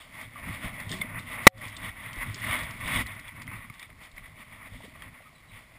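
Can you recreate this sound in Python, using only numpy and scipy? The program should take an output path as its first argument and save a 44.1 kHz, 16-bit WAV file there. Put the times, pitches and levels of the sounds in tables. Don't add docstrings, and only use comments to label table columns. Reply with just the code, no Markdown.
import sys
import numpy as np
from scipy import signal
from scipy.io import wavfile

SR = 44100
rng = np.random.default_rng(int(sys.argv[2]) if len(sys.argv) > 2 else 0)


def to_wav(sig):
    pcm = np.clip(np.atleast_2d(sig), -1, 1) * 32767
    pcm = np.round(pcm).astype(np.int16)
    wavfile.write(sys.argv[1], SR, pcm.T)


def makeup_ratio(level_db):
    decades = np.asarray(level_db, float) / 20
    return 10 ** decades


N = 254898
KNOCK_S = 1.4687
MEAN_RUB_DB = -45

# frequency in Hz, width in Hz, level in dB.
CASE = [
    (450, 180, -2),
    (628, 110, 8.5),
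    (1100, 250, 7),
    (1670, 160, -5),
    (1950, 430, 11.5),
    (2220, 310, 7),
    (3020, 99, 1),
    (3410, 130, 6.5),
]


def peaks(x, table):
    for hz, width_hz, db in table:
        w = 2 * np.pi * hz / SR
        a = makeup_ratio(db / 2)
        k = np.sin(w) * width_hz / hz / 2
        middle = -2 * np.cos(w)
        x = signal.lfilter([1 + k * a, middle, 1 - k * a], [1 + k / a, middle, 1 - k / a], x)
    return x


def band(x, low_hz, high_hz, order=2):
    return signal.sosfilt(signal.butter(order, [low_hz, high_hz], "band", fs=SR, output="sos"), x)


def rms_one(x):
    return x / np.sqrt(np.mean(x ** 2) + 1e-20)


def drift(rate):
    r = np.exp(-40 * np.pi * rate / SR)
    noise = rng.standard_normal(N // 20 + 2002)
    slow = signal.lfilter([1], [1, -2 * r, r * r], noise)[2000:]
    return np.interp(np.arange(N) / 20, np.arange(len(slow)), rms_one(slow))


def add(out, s, sound):
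    at = round(s * SR)
    out[at:at + len(sound)] += sound[:N - at]


def ring(hz, t60, rise=0., build=.0003):
    t = np.arange(round(t60 * SR)) / SR
    onset = 1 - np.exp(-(t / max(build, 1e-4)) ** 2)
    return onset * makeup_ratio(-60 * t / t60) * np.sin(2 * np.pi * hz * (t + rise * t * t / t60))


def friction(edges, shared_db, own_db, grain_db):
    snags_per_s, snag_db = 76, 8
    slips = rng.standard_normal((2, N)) * makeup_ratio(grain_db * drift(250))
    slips += makeup_ratio(snag_db) * rng.standard_normal(N) * (rng.random(N) < snags_per_s / SR)
    together = shared_db * (drift(22) + .5 * drift(42))
    out = np.zeros(N)
    for k, (low, high) in enumerate(zip(edges, edges[1:])):
        out += band(slips[k % 2], low, high) * makeup_ratio(together + own_db * drift(6.2))
    return out


def swells(rows, rest_db):
    t = np.arange(0, N, 32) / SR
    power = makeup_ratio(2 * rest_db)
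    for s, db, build, release in rows:
        away = np.where(t < s, (s - t) / max(build, .01), (t - s) / max(release, .01))
        power = power + makeup_ratio(2 * (db - 10 * away ** 1.14))
    return np.interp(np.arange(N) / SR, t, 10 * np.log10(power))


def pressure_db(crisp_share=0, drags=()):
    # peak in seconds, level in dB, build in seconds, release in seconds, crispness in dB.
    reach = [(0.0, -48.5, .05, 0.048, 9), (0.22, -43, 0.094, 0.051, 6), (.39, -45.5, 0.056, 0.069, 1.5),
             (.44, -44, .03, .05, -2), (.495, -39, 0.062, 0.096, -0.5), (.55, -40, .05, .06, 4),
             (0.65, -34, 0.035, 0.06, 2), (.74, -45.5, 0.034, 0.055, 2.5), (.8, -42.5, 0.059, 0.11, 1.5),
             (.935, -38, 0.039, 0.03, 6.5), (1.04, -40, 0.095, 0.04, -2.5), (1.1, -43.5, .05, 0.051, -4),
             (1.18, -39, 0.066, 0.043, -9), (1.33, -39, 0.076, 0.086, 4), (1.409, -36.5, 0.092, 0.09, -6.5),
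             (1.652, -38, 0.05, 0.044, 3.5), (1.74, -47, 0.06, 0.1, 3.5), (1.86, -34, 0.055, 0.03, 1),
             (1.893, -38, .03, .012, 3), (2.061, -39.5, 0.13, 0.14, -2), (2.185, -39, .02, .03, 0),
             (2.226, -32.5, 0.03, 0.022, -0.5), (2.27, -42, .03, .03, 0), (2.31, -43.5, 0.069, 0.049, 6),
             (2.532, -28.5, 0.11, 0.11, 1), (2.68, -42.5, 0.047, 0.091, -5), (2.89, -33, 0.036, 0.071, -4),
             (2.75, -46, 0.043, .03, -6), (2.845, -41, .045, .03, -2), (2.96, -29, 0.085, 0.037, 1.5),
             (3.016, -31, 0.15, 0.015, 5), (3.1, -41, 0.079, 0.11, -1), (3.283, -44, 0.069, 0.045, -1)]
    # peak in seconds, level in dB, build in seconds, release in seconds, crispness in dB.
    sway = [(3.2, -47.5, 0.09, 0.025, -9), (3.37, -46.5, 0.043, 0.048, -7), (3.416, -44, 0.049, 0.024, -4),
            (3.48, -56, 0.026, .03, 0), (3.64, -50, 0.037, 0.027, -3), (3.545, -42.5, 0.081, .12, -3),
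            (3.745, -52, .02, .03, 3), (3.836, -48.5, 0.083, 0.033, 4), (4.02, -48, 0.03, .02, 1),
            (4.055, -45, 0.03, 0.03, 3.5), (4.18, -49.5, 0.031, 0.043, 0), (4.261, -49.5, 0.056, 0.054, 1),
            (4.405, -48, 0.044, 0.058, 3.5), (4.53, -47, 0.03, 0.097, -0.5), (4.673, -45, 0.09, 0.018, -4),
            (4.76, -53, 0.12, 0.04, 3), (4.84, -51.5, 0.057, 0.075, 8), (4.96, -50.5, 0.021, 0.045, 2),
            (5.04, -45.5, .05, 0.061, -2), (5.148, -51, 0.026, 0.082, -1), (5.272, -56.5, 0.047, 0.026, 6),
            (5.575, -50, 0.071, 0.063, 5), (5.764, -53, 0.057, .05, -3)]
    strokes = []
    for s, db, build, release, crisp_db in [*reach, *sway]:
        strokes.append((s, db + crisp_share * crisp_db, build, release))
    return swells(strokes + list(drags), rest_db=-63)


def rubbing():
    # peak in seconds, level in dB, build in seconds, release in seconds.
    mesh_drags = [(.02, -48, .03, .04), (1.84, -42, .05, .06), (.905, -37, .01, .03),
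                  (.925, -29.5, 0.022, 0.054), (1.195, -41, .01, 0.043), (1.441, -35, 0.024, .05),
                  (2.35, -46, 0.022, 0.051), (2.47, -36.5, 0.13, .12), (4.039, -50.5, 0.029, 0.037),
                  (4.74, -48, .02, .08), (4.86, -46, .04, 0.043)]
    # time in seconds, level in dB.
    flat_cloth = [(0, 3), (.2, 3), (.4, 1), (.85, 4), (1.25, 2), (1.7, 0.5), (2.2, -3), (2.7, 1),
                  (3.199, -1), (3.7, -5.5), (4.2, -0.5), (4.8, 0.5), (5.3, 0), (5.78, 0)]
    finer_drags = [(s, db + 5, *flanks) for s, db, *flanks in mesh_drags]

    body_db = pressure_db()
    dull_db = -60 + 0.89 * (body_db - MEAN_RUB_DB)
    dull_db += np.interp(np.arange(N) / SR, *np.transpose(flat_cloth))
    crisp_db = -12.5 + pressure_db(crisp_share=0.91, drags=mesh_drags)
    fine_db = -67 + 0.93 * (pressure_db(crisp_share=.9, drags=finer_drags) - MEAN_RUB_DB)

    dull = friction(np.geomspace(430, 850, 3), shared_db=-0.1, own_db=1.06, grain_db=0.5)
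    body = friction(np.geomspace(850, 2700, 6), shared_db=1.2, own_db=0.98, grain_db=0.5)
    crisp = friction(np.geomspace(2700, 4000, 3), shared_db=0.85, own_db=1.75, grain_db=1.5)
    crisp = signal.sosfilt(signal.cheby1(8, 1, 3800, fs=SR, output="sos"), crisp)
    fine = friction(np.geomspace(3900, 5900, 3), shared_db=.8, own_db=.8, grain_db=.8)

    out = np.zeros(N)
    for db, part in [(body_db, body), (dull_db, dull), (crisp_db, crisp), (fine_db, fine)]:
        out += makeup_ratio(db) * rms_one(peaks(part, CASE))
    return out


def knock():
    # frequency in Hz, level in dB, 60 dB decay in seconds, build-up in seconds.
    knock_modes = [(103, -3.5, 0.07, 0.0011), (300, 10.5, 0.014, 0.00031), (542, 16, 0.011, 0.00038),
                   (860, 14.5, 0.011, 0.00049), (1170, 22, 0.013, 0.002), (1390, 14.5, 0.014, 0.0005),
                   (200, -6, .05, .002), (1985, 25.5, 0.021, 0.0057), (2252, 19, 0.017, 0.0031),
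                   (3960, 9, 0.0047, 0.00098), (540, -15, .15, .001), (745, -9, 0.1, .001)]
    out = np.zeros(N)
    add(out, 1.4679, makeup_ratio(-1.5) * ring(2600, 0.0086, build=0.000054))
    add(out, KNOCK_S - .0004, makeup_ratio(11.5) * ring(1500, 0.0033, build=.0001))
    for hz, db, t60, build in knock_modes:
        add(out, KNOCK_S, -makeup_ratio(db) * ring(hz, t60, build=build))
    rattle = band(rng.standard_normal(SR // 20), 93, 5800, order=1)
    t = np.arange(len(rattle)) / SR
    add(out, KNOCK_S, makeup_ratio(4 - 60 * t / .048) * rattle)
    return out


def shaking():
    # peak in seconds, level in dB, build in seconds, release in seconds.
    nods = [(.145, -52, 0.087, .08), (.275, -51, 0.12, 0.053), (.495, -33, 0.061, 0.03),
            (.66, -36.5, 0.11, 0.094), (.905, -41.5, 0.17, 0.18), (1.13, -43.5, 0.16, 0.21),
            (1.41, -43, 0.14, 0.19), (1.665, -44.5, 0.13, 0.032), (1.87, -43, .12, 0.084),
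            (2.14, -47, 0.25, 0.12), (2.28, -39.5, 0.055, 0.11), (2.48, -41, 0.17, 0.36),
            (2.65, -57, 0.11, 0.12), (2.98, -30.5, 0.13, 0.047), (3.045, -49, 0.018, .02),
            (3.17, -48.5, 0.15, 0.045), (3.39, -47.5, 0.031, 0.046), (3.52, -42.5, 0.12, 0.11),
            (3.99, -60.5, 0.23, 0.084), (4.17, -58.5, 0.046, 0.26), (4.4, -55, 0.076, 0.12),
            (4.56, -51, 0.094, 0.11), (4.76, -53, 0.082, 0.15), (5.065, -53, 0.41, 0.12),
            (5.3, -60.5, 0.073, 0.061), (5.535, -56.5, 0.059, 0.11), (5.76, -61, .08, 0.077)]
    # frequency in Hz, width in Hz, level in dB.
    strap = [
        (40, 34, -2),
        (107, 19, 9.5),
        (241, 36, 5),
    ]
    low_db = swells(nods, rest_db=-76.5)
    mean_nod_db = -48
    upper_db = -56.5 + 0.51 * (pressure_db() - MEAN_RUB_DB) + 0.41 * (low_db - mean_nod_db)
    low = friction(np.geomspace(22, 170, 4), shared_db=2.1, own_db=2.5, grain_db=0.5)
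    upper = friction(np.geomspace(170, 305, 3), shared_db=2.5, own_db=0.0, grain_db=-0.2)
    return makeup_ratio(low_db) * rms_one(peaks(low, strap)) + makeup_ratio(upper_db) * rms_one(peaks(upper, strap))


def thumps():
    # start in seconds, peak in dB, frequency in Hz, 60 dB decay in seconds.
    jolts = [(0.471, -37, 219, 0.066), (.655, -31, 110, 0.074), (.868, -32, 120, 0.082),
             (.908, -30.5, 165, 0.11), (.906, -40, 450, 0.061), (.917, -35, 290, .07),
             (0.929, -42, 372, 0.25), (.94, -33, 190, 0.14), (.995, -34, 180, 0.12),
             (1.045, -34.5, 244, 0.099), (1.115, -43, 167, 0.074), (1.418, -39.5, 265, 0.041),
             (2.17, -31, 38, 0.21), (2.168, -38, 300, .04), (2.325, -43, 140, .07), (2.36, -46, 387, 0.076),
             (3.04, -33, 55, .1), (3.25, -44, 45, .2), (5.06, -43, 80, .1), (2.513, -35, 240, 0.045),
             (2.853, -36, 164, .07), (2.906, -34, 130, 0.096), (3.475, -34.5, 110, .08),
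             (3.7017, -32, 124, .05), (4.13, -43.5, 29.84, .3), (4.21, -43.5, 35, .2),
             (4.719, -33.5, 95, 0.085), (4.733, -33.5, 45, 0.13), (4.838, -40, 190, .07)]
    out = np.zeros(N)
    for s, db, hz, t60 in jolts:
        add(out, s, -makeup_ratio(db) * ring(hz, t60, build=0.24 / hz))
    return out


def taps():
    # start in seconds, peak in dB, ring in Hz, 60 dB decay in seconds, contact in seconds.
    light_taps = [(0.357, -34, 1176, 0.055, 0.0017), (0.924, -25, 1830, 0.023, 0.0012),
                  (.937, -22, 1920, 0.016, 0.0017), (1.014, -13, 2130, 0.035, 0.0027),
                  (2.217, -40, 1930, 0.024, 0.00093), (3.062, -30, 2030, 0.027, .0006),
                  (3.477, -29, 2070, 0.027, 0.00053), (3.515, -36.5, 1130, 0.027, 0.00033),
                  (2.229, -20, 2100, .02, 0.0015), (2.445, -21, 2000, .02, .001),
                  (3.698, -31, 2170, 0.029, 0.0012), (3.701, -34, 1150, 0.022, 0.0015),
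                  (3.7955, -36, 1940, 0.022, 0.00047), (3.828, -33, 2370, 0.021, 0.00037),
                  (3.902, -34.5, 2060, 0.011, 0.00044), (3.927, -45, 2043, .03, 0.0011),
                  (4.164, -33, 1970, 0.033, 0.0037), (4.18, -28, 2095, 0.012, 0.00031),
                  (4.243, -39.5, 2020, 0.061, 0.0032), (4.258, -31.5, 2010, 0.017, 0.0008),
                  (5.021, -25, 1900, 0.008, 0.00041), (3.357, -37, 2050, .02, .0006),
                  (3.516, -31, 2100, .025, .0005)]
    puffs, rings = np.zeros(N), np.zeros(N)
    t = np.arange(400) / SR
    for s, db, hz, t60, contact in light_taps:
        onset = 1 - np.exp(-t / max(contact, 1e-4))
        add(puffs, s, onset * makeup_ratio(db - 9.5 - 60 * t / 0.023) * rng.standard_normal(len(t)))
        panel_t60 = max(t60, .005)
        add(rings, s, makeup_ratio(db) * ring(hz, panel_t60, build=contact))
        add(rings, s, makeup_ratio(db - 6) * ring(hz * 0.55, panel_t60 * 0.27, build=contact))
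    return peaks(band(puffs, 1100, 3250), CASE) + rings


def ticks():
    # start in seconds, peak in dB, ring in Hz, ring level in dB relative to the spray.
    flicks = [(0.212, -43, 3320, -4), (0.801, -38, 3470, -3), (0.8925, -33, 3160, 2.5),
              (0.9153, -28.5, 3680, -1), (1.013, -36, 3500, 12.5), (1.2, -54, 3640, 13),
              (1.1897, -44, 3670, 8), (1.195, -50, 4020, 9), (4.18, -50, 3500, 1), (5.021, -48, 3250, 12),
              (1.6805, -35, 3450, -10), (1.766, -32, 3550, 2), (2.1304, -35.5, 3170, -5),
              (2.344, -28, 3670, -14), (2.472, -40, 3340, -3), (2.632, -38, 3370, -5),
              (2.708, -36, 3130, -6), (2.801, -45, 3350, -9), (2.877, -35, 3380, -5),
              (3.067, -36, 3620, -11), (3.116, -49, 3370, 7), (3.149, -46, 3600, -9),
              (3.196, -40.5, 3360, -6), (3.28, -46, 3400, 11), (3.419, -37, 3380, -6),
              (3.4695, -45, 3180, 3), (3.5594, -49, 3520, -1), (3.739, -50, 3560, 0.5),
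              (3.795, -41.5, 3600, 2), (3.827, -44, 3700, 8), (4.035, -47, 3640, 1.5),
              (4.053, -49, 3540, -6), (4.115, -47.5, 3400, -10.5), (4.848, -47, 3200, 5),
              (3.698, -48, 3400, -3), (2.401, -40, 3500, -8), (2.159, -44, 3500, -8),
              (2.941, -32, 3500, -8), (1.579, -46, 3500, -8), (4.163, -50, 3500, -5),
              (1.697, -45, 3500, -8), (2.59, -39, 3500, -8), (2.512, -36, 3500, -8), (2.358, -39, 3500, -8),
              (3.747, -49, 3500, -5), (3.43, -46, 3500, -8), (2.638, -41, 3500, -8)]
    tick_s = 0.011
    out = np.zeros(N)
    fade = makeup_ratio(-20 * np.arange(2000) / SR / tick_s)
    for s, db, hz, ring_db in flicks:
        spray = rms_one(band(rng.standard_normal(len(fade)), 2700, 9600))
        add(out, s, makeup_ratio(db - 2.5) * spray * fade)
        add(out, s, makeup_ratio(db + ring_db - 3.0) * ring(hz, tick_s * 3, build=0.00071))
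    return out


def water():
    # start in seconds, peak in dB, frequency in Hz, 60 dB decay in seconds.
    plops = [(4.803, -40, 616, .03), (4.805, -40, 910, 0.029), (4.84, -38, 390, 0.025),
             (4.85, -39, 480, 0.03), (4.858, -43, 600, .02), (4.878, -42, 270, .05),
             (5.023, -40, 1300, .035), (4.954, -43, 1135, .03), (5.203, -42, 640, 0.019),
             (5.205, -47, 780, 0.028), (5.257, -46.5, 1228, 0.061), (5.268, -46, 1230, 0.077)]
    rush = friction(np.geomspace(250, 3800, 6), shared_db=3.5, own_db=-2.5, grain_db=1.5)
    rush = signal.lfilter([1], [1, -.8], rush)
    out = makeup_ratio(-61.5) * rms_one(peaks(rush, CASE))
    lapping = band(rng.standard_normal(N), 15, 140) * makeup_ratio(2.2 * drift(7))
    out += makeup_ratio(-59.5) * rms_one(lapping)
    for s, db, hz, t60 in plops:
        add(out, s, makeup_ratio(db) * ring(hz, t60, rise=0.053, build=0.0014))
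    return out


def bird():
    # start in seconds, length in seconds, start pitch in Hz, end pitch in Hz, level in dB.
    whistles = [
        (5.328, .012, 4950, 4800, -61),
        (5.333, .014, 4600, 4450, -60),
        (5.351, .025, 4120, 3930, -55),
        (5.372, .04, 3890, 3870, -63),
        (5.484, .04, 3890, 3880, -56),
        (5.54, .022, 3080, 3050, -55),
        (5.59, .016, 4750, 4700, -60),
    ]
    out = np.zeros(N)
    for s, length, start_hz, end_hz, db in whistles:
        u = np.linspace(0, 1, round(length * SR))
        hz = end_hz + (start_hz - end_hz) * (1 - u) ** 4
        level = makeup_ratio(db - 2.5 - 4.8 * u) * np.sin(np.pi * u ** 0.48)
        add(out, s, level * np.sin(2 * np.pi * np.cumsum(hz) / SR))
    return out * makeup_ratio(1.54 * drift(90))


def scene():
    hiss = makeup_ratio(-61) * rng.standard_normal(N)
    handling = rubbing() + knock() + shaking() + thumps() + taps() + ticks()
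    return (handling + water() + bird() + hiss)[None]


def top_cut(x):
    return signal.sosfilt(signal.butter(12, 15800, fs=SR, output="sos"), x)


def record(dry):
    duck_lag_s, recover_s = .0078, 0.041
    since = np.maximum(np.arange(N) / SR - KNOCK_S - duck_lag_s, 0)
    duck_db = 25 * (1 - np.exp(-since / 0.0008))
    duck_db += 14 * (1 - np.exp(-(since / .015) ** 2))
    duck_db *= np.exp(-(since / recover_s) ** 2 / 2)
    ducked = np.clip(dry * makeup_ratio(-duck_db), -1.6, 1.6)
    smooth = signal.sosfilt(signal.butter(6, 5550, fs=SR, output="sos"), ducked)
    slow = np.clip(signal.resample_poly(smooth, 40, 147, axis=1), -1.02, 1.02)
    held = signal.resample_poly(np.repeat(slow, 4, axis=1), 147, 160, axis=1)
    held = np.pad(held, ((0, 0), (0, 8)))[:, :N]
    held = signal.sosfilt(signal.cheby2(9, 30, 15650, fs=SR, output="sos"), held)
    return top_cut(np.clip(held, -1, 1))


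dry = scene()
out = record(dry)
to_wav(out)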